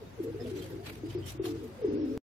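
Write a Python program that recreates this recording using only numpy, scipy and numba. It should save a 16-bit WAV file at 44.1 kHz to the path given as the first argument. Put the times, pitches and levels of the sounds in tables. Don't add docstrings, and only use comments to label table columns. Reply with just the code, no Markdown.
import sys
import numpy as np
from scipy import signal
from scipy.fft import rfft, irfft
from scipy.io import wavfile
from scipy.ndimage import uniform_filter1d
from numba import njit

SR = 44100
rng = np.random.default_rng(int(sys.argv[2]) if len(sys.argv) > 2 else 0)


def master_out(mix):
    frames = np.transpose(np.atleast_2d(mix))
    ceiling = np.clip(frames, -1, 1)
    pcm = np.round(ceiling * 32767).astype(np.int16)
    wavfile.write(sys.argv[1], SR, pcm)


def invert_db(x):
    u = np.asarray(x, float) / 20
    return 10 ** u


N = 98387
T = np.arange(N) / SR

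# (time [s], level [dB])
MOTOR_THROB = [
    (0, -54.5),
    (0.298, -45),
    (.66, -47.5),
    (.75, -43.5),
    (.95, -47.5),
    (1.1, -39.5),
    (1.6, -45),
    (1.721, -57.5),
    (1.9, -43),
    (2.18, -53),
]


@njit
def svf(x, hz, width):
    y, band, low = np.empty(len(x)), 0., 0.
    g, damping = np.tan(np.pi * hz / SR), width / hz
    for i in range(len(x)):
        v = (band + g * (x[i] - low)) / (1 + g * (g + damping))
        band = 2 * v - band
        low = low + 2 * g * v
        y[i] = damping * v
    return y


def band_noise(hz):
    return svf(svf(rng.standard_normal(N), hz, hz / 3), hz, hz / 2)


def walk(rate, size=N):
    hold = int(SR / rate)
    steps = np.repeat(rng.standard_normal(size // hold + 1), hold)
    return 1.305 * uniform_filter1d(uniform_filter1d(steps, hold), hold)[:size]


def unit(x):
    return x / np.sqrt(np.mean(x ** 2))


def colour(table, hz):
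    table_hz, table_db = np.array(table).T
    return np.interp(np.log(hz), np.log(table_hz), table_db)


def glide_tone(hz):
    return np.sin(2 * np.pi * np.cumsum(hz) / SR)


def throat_notes(table, attack, release, sag_db, roll_hz, depth, wander, flutter_db):
    overtone_db, restart_rad = -37, 1.83
    out = np.zeros(N + SR)
    for start, length, start_hz, end_hz, db in table:
        n = int(length * SR)
        u = np.arange(n) / n
        edge = np.clip(np.minimum(u / attack, (1 - u) / release), 0, 1)
        beats = 0.32 + np.cumsum(roll_hz * (1 + 0.198 * walk(41.0, size=n))) / SR
        restart = rng.standard_normal(200)[beats.astype(int)]
        slip = uniform_filter1d(depth * restart_rad * restart, size=150)
        hz = (start_hz + (end_hz - start_hz) * u) * (1 + wander * walk(66.3, size=n))
        phase = slip + 2 * np.pi * np.cumsum(hz) / SR
        valve = 1 - depth * np.cos(np.pi * beats) ** 2
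        tone = np.sin(phase) + invert_db(overtone_db) * np.sin(2 * phase)
        gain = invert_db(db + 5.5 + sag_db * u ** 0.78 + flutter_db * walk(41.4, size=n))
        i = max(int(start * SR), 0)
        out[i:i + n] += tone * valve * gain * np.sin(edge * np.pi / 2) ** 2
    return out[:N]


def coos():
    # (start [s], length [s], start pitch [Hz], end pitch [Hz], level [dB])
    swoop_table = [(0, 0.044, 502.5, 369, -45), (.168, 0.051, 479.7, 352, -39), (.21, 0.05, 285, 264, -42),
                   (.37, 0.14, 240, 249.3, -42.5), (.37, .06, 712, 712, -54.5),
                   (.44, 0.046, 669, 652, -49.5), (.61, 0.084, 539, 531, -50.5),
                   (.69, 0.071, 519.5, 471, -48.5), (.77, .075, 640, 710, -55), (.87, 0.058, 418, 458, -50),
                   (1.45, 0.034, 703, 714, -49.5), (1.58, .1, 280, 233, -46), (1.6, 0.072, 479, 429, -42.5),
                   (1.645, .075, 410, 330, -49), (1.68, 0.11, 568, 560, -59.5), (1.77, .045, 540, 480, -47),
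                   (1.795, .095, 475, 400, -32)]
    grunt_table = [
        (.198, 0.044, 348.6, 297, -32.5),
        (.279, 0.024, 340, 320, -40),
        (1.032, 0.032, 325, 310, -32),
        (1.041, .05, 430, 429, -41),
        (1.06, .055, 344, 336, -37.5),
        (1.146, 0.073, 362, 339, -29.5),
        (1.146, 0.074, 452, 440, -45),
        (1.842, .045, 385, 350, -29),
    ]
    quick_table = [(.24, 0.083, 370, 300, -41.5), (.235, .08, 450, 470, -41), (.34, .095, 400, 480, -41.5),
                   (.445, .069, 460, 436, -41.5), (0.41, 0.058, 370, 340, -44), (.55, .07, 275, 310, -41.5),
                   (.71, 0.083, 300, 314, -45.5), (.57, .054, 460, 457, -48), (1.44, .15, 430, 440, -46.5),
                   (1.872, .11, 290, 275, -34.5), (1.975, .09, 310, 290, -31.5),
                   (2.055, .085, 285, 280, -34), (2.14, 0.068, 285, 285, -39), (1.885, .11, 410, 410, -37),
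                   (1.99, 0.079, 400, 400, -42), (2.07, .13, 420, 430, -41.5), (1.89, 0.34, 530, 535, -52),
                   (.29, .08, 290, 340, -48), (.61, .1, 350, 320, -50), (.77, .1, 380, 400, -52),
                   (.96, .075, 430, 400, -52), (1.57, .12, 400, 380, -50)]
    slow_table = [
        (.508, 0.13, 375, 375, -36),
        (.70, 0.12, 389.6, 369, -40),
        (.86, 0.12, 280, 335, -45),
        (1.23, 0.076, 384, 356, -49.5),
        (1.345, 0.06, 320, 340, -44),
        (1.55, .085, 325, 309, -39),
    ]
    beat_table = [
        (1.393, 0.019, 366, 360, -29.5),
        (1.411, 0.02, 365, 363, -34),
        (1.438, .024, 360, 350, -32),
        (1.462, .022, 344, 340, -32),
        (1.487, 0.025, 323, 315, -33),
        (1.51, 0.02, 320, 318, -34),
        (1.528, 0.023, 327, 318, -37.5),
        (1.877, .016, 320, 290, -30),
    ]
    wander = 0.024
    voice = throat_notes(swoop_table, .55, 0.21, 0, 50, 0.49, wander / 2, 0.74)
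    voice += throat_notes(grunt_table, 0.092, .15, -12.5, 55, 0.31, wander / 3, 1.0)
    voice += throat_notes(quick_table, 0.068, 0.22, 0.41, 61.87, 0.6, .012, 1.3)
    voice += throat_notes(slow_table, .07, .12, -9, 42, .7, .013, 1.6)
    voice += throat_notes(beat_table, 0.26, .45, -4, 30, 0, wander / 3, 0.55)
    throat = signal.butter(4, (225, 780), "bandpass", fs=SR, output="sos")
    return signal.sosfilt(throat, voice)


def motor():
    # (pitch [Hz], level [dB])
    tone_table = [(62, -11.5), (102, 0.5), (123, -5), (146, -9.5)]
    s, db = np.array(MOTOR_THROB).T
    hum = 0
    for hz, tone_db in tone_table:
        flicker = invert_db(tone_db + 1.83 * walk(14.15))
        hum = hum + flicker * glide_tone(hz * (1 + 0.0412 * walk(12)))
    return unit(hum) * invert_db(np.interp(T, s, db) + 1.23)


def town():
    # (pitch [Hz], level [dB per Hz])
    town_colour = [(36, -36.5), (60, 2), (110, -0.5), (200, -3), (400, -10.5), (1000, -20.5), (5000, -31),
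                   (9000, -40), (15800, -36)]
    out = 0
    swell = walk(4.2) + 0.12 * np.interp(T, *np.array(MOTOR_THROB).T)
    tilt = invert_db(np.array([[.8], [-.8]]))
    for hz in 32 * 2 ** np.arange(0, 9, .4):
        mid = band_noise(hz) * tilt
        side = np.clip(hz / 660.0, .25, 1) * band_noise(hz) * np.array([[1], [-1]])
        db = colour(town_colour, hz) + 1.63 * swell + 1.08 * walk(7.4)
        out = out + invert_db(db) * (mid + side)
    return unit(out) * invert_db(-48.5)


def rustles():
    # (peak time [s], length [s], level [dB], brightness [dB per octave])
    swishes = np.array([(0.237, 0.043, -67, 4), (0.405, 0.088, -65.5, -3), (0.478, 0.13, -63.5, -1),
                        (0.561, 0.082, -58.5, -1), (0.629, 0.11, -59, -1.5), (0.716, 0.13, -68, -1),
                        (0.871, 0.12, -52.5, -3), (0.961, 0.094, -65, -1.5), (1.062, 0.022, -60.5, -2),
                        (1.107, 0.095, -61, -3), (1.277, 0.095, -50, 1), (1.457, 0.086, -48.5, -2),
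                        (1.56, 0.089, -63.5, -3), (1.646, 0.08, -68, 0.5)])
    # (pitch [Hz], level [dB per Hz])
    feather_colour = [(350, -32), (600, -9.5), (1400, -8.5), (1890, -6.5), (2110, -7), (3100, -4.5),
                      (9390, -12.5), (10900, -0.5), (15800, -19)]
    peak, length, level, brightness = (swishes[:, [i]] for i in range(4))
    u = (T - peak) / length
    swell = np.exp(-np.where(u < 0, u / .19, u / .48) ** 2)
    grain = invert_db(3.2 * walk(150))
    out = 0
    for hz in 600 * 2 ** np.arange(0, 4.8, .4):
        gain = (swell * invert_db(level + brightness * np.log2(hz / 4000))).sum(axis=0)
        noise = np.array([band_noise(hz), band_noise(hz)])
        out = out + noise * gain * invert_db(colour(feather_colour, hz) + 2.3 * walk(31.2))
    return out * grain * invert_db(16.5)


def whistle():
    # (time [s], pitch [Hz], level [dB])
    s, hz, db = np.array([(1.66, 4450, -78), (1.72, 4650, -76), (1.75, 4850, -73), (1.79, 4820, -73),
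                          (1.82, 4900, -65), (1.86, 5000, -76), (1.92, 4980, -72), (1.96, 5150, -74),
                          (1.975, 5480, -72), (2.005, 5600, -71), (2.035, 5280, -68), (2.07, 5120, -72),
                          (2.11, 5200, -64), (2.122, 5480, -71), (2.14, 5750, -70), (2.176, 5450, -74)]).T
    line = glide_tone(np.interp(T, s, hz) * (1 + .006 * walk(90)))
    return line * invert_db(np.interp(T, s, db, left=-120) + 3 + 1.8 * walk(45))


def chirps():
    # (start [s], length [s], start pitch [Hz], end pitch [Hz], level [dB])
    chirp_table = [(.395, .05, 5390, 5000, -56.5), (.44, 0.041, 3430, 3320, -65),
                   (.445, .045, 2800, 2740, -61.5), (.39, .04, 1860, 1804, -61),
                   (.545, .02, 5300, 5300, -58), (.55, .05, 6090, 6000, -60.5),
                   (.608, .04, 3300, 3194, -50), (.86, 0.047, 4410, 4410, -58.5),
                   (1.095, .025, 3100, 2994, -55), (1.12, 0.026, 3310, 3400, -56.5),
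                   (1.215, 0.04, 3050, 3010, -55), (1.45, .025, 3100, 3100, -66)]
    peep_table = [(.4, 0.054, 3620, 3660, -65.5), (.555, .02, 4150, 4150, -65),
                  (.575, 0.032, 4200, 4070, -57), (.585, 0.027, 3650, 3650, -62),
                  (.577, 0.033, 1970, 1930, -63), (.612, 0.029, 3193, 3143, -59.5),
                  (1.04, .05, 4870, 4850, -68), (1.17, .04, 4930, 4830, -65),
                  (1.24, .037, 3130, 3080, -56.5), (1.272, .022, 5700, 5700, -58),
                  (1.275, 0.019, 3370, 3210, -57)]
    breath = .4 + walk(400)
    hoarse = throat_notes(chirp_table, .3, .4, -1.5, 170, .6, .015, 2.5) * breath
    clear = throat_notes(peep_table, .25, .3, 0, 60, .2, .003, 1.5)
    return hoarse + clear + whistle()


def yard(x):
    t60_s, gap_s, level_db = .18, .007, -13
    t = T[:SR // 2]
    tail = rng.standard_normal((2, len(t))) * invert_db(-60 * t / t60_s) * (t > gap_s)
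    tail = tail / np.sqrt((tail ** 2).sum(axis=1, keepdims=True))
    return invert_db(level_db) * signal.fftconvolve(x[None], tail)[:, :N]


def scene():
    pan_db, coo_lag_s, motor_lag_s = 2, 0.00022, 0.00056
    voice, far, hum = coos(), chirps(), motor()
    late_voice = np.interp(T - coo_lag_s, T, voice)
    near = np.array([late_voice * invert_db(pan_db / 2), voice * invert_db(-pan_db / 2)])
    late_hum = np.interp(T - motor_lag_s, T, hum)
    hum = np.array([hum * invert_db(-3.5), late_hum * invert_db(-5.5)])
    far_sides = far * np.array([[.3], [1.2]])
    return near + yard(voice) + far_sides + yard(far) + rustles() + hum + town()


def streaks(x):
    streak_db, hole_share, streak_hz = 4.5, .05, 3000
    hz, _, z = signal.stft(x, SR, nperseg=1024)
    frames = z.shape[2] // 2 + 1
    line = invert_db(streak_db * rng.standard_normal((len(hz), frames)))
    kept = rng.random((len(hz) // 16 + 1, frames)) > hole_share
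    kept = np.repeat(kept, 16, axis=0)[:len(hz)]
    share = np.clip(hz / streak_hz - 1, 0, 1)[:, None]
    gain = line ** np.clip(share + .5, 0, 1) * (1 - share * ~kept)
    gain = gain / np.sqrt(np.mean(gain ** 2, axis=1, keepdims=True))
    gain = np.repeat(gain, 2, axis=1)[:, :z.shape[2]]
    gain = np.where(hz[:, None] > streak_hz / 3, gain, 1)
    return signal.istft(z * gain, SR, nperseg=1024)[1][:, :N]


def roll_off(x):
    return signal.sosfilt(signal.butter(12, 16180, fs=SR, output="sos"), x)


def record(dry):
    # (start [s], length [s], lost above [Hz])
    dropout_table = [
        (1.154, 0.03, 6100),
        (1.377, 0.042, 3730),
        (1.823, 0.027, 6200),
        (1.872, .05, 6800),
        (1.845, .03, 13200),
        (1.915, .042, 13500),
        (1.972, 0.025, 5600),
        (1.952, 0.1, 6020),
    ]
    dropout_db = -45
    stop_s, click_db, tail_db, fade_s = 2.1765, -27, -16, .012
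    mix = streaks(dry)
    hz = np.arange(N // 2 + 1) * SR / N
    for start, length, edge_hz in dropout_table:
        shut = np.clip(np.minimum(T - start, start + length - T) / .006 + .5, 0, 1)
        treble = irfft(rfft(mix) * (hz > edge_hz), N)
        mix = mix - (1 - invert_db(dropout_db)) * shut * treble
    after = T - stop_s
    mix = mix + (invert_db(click_db) - mix[:, [int(stop_s * SR)]]) * np.exp(-(after / .0007) ** 2)
    gate = np.where(after < 0, 1, invert_db(tail_db) * np.exp(-(after / fade_s) ** 2 / 2))
    mix = irfft(rfft(mix * gate) * (hz < 15850), N)
    return roll_off(mix)


dry = scene()
out = record(dry)
master_out(out)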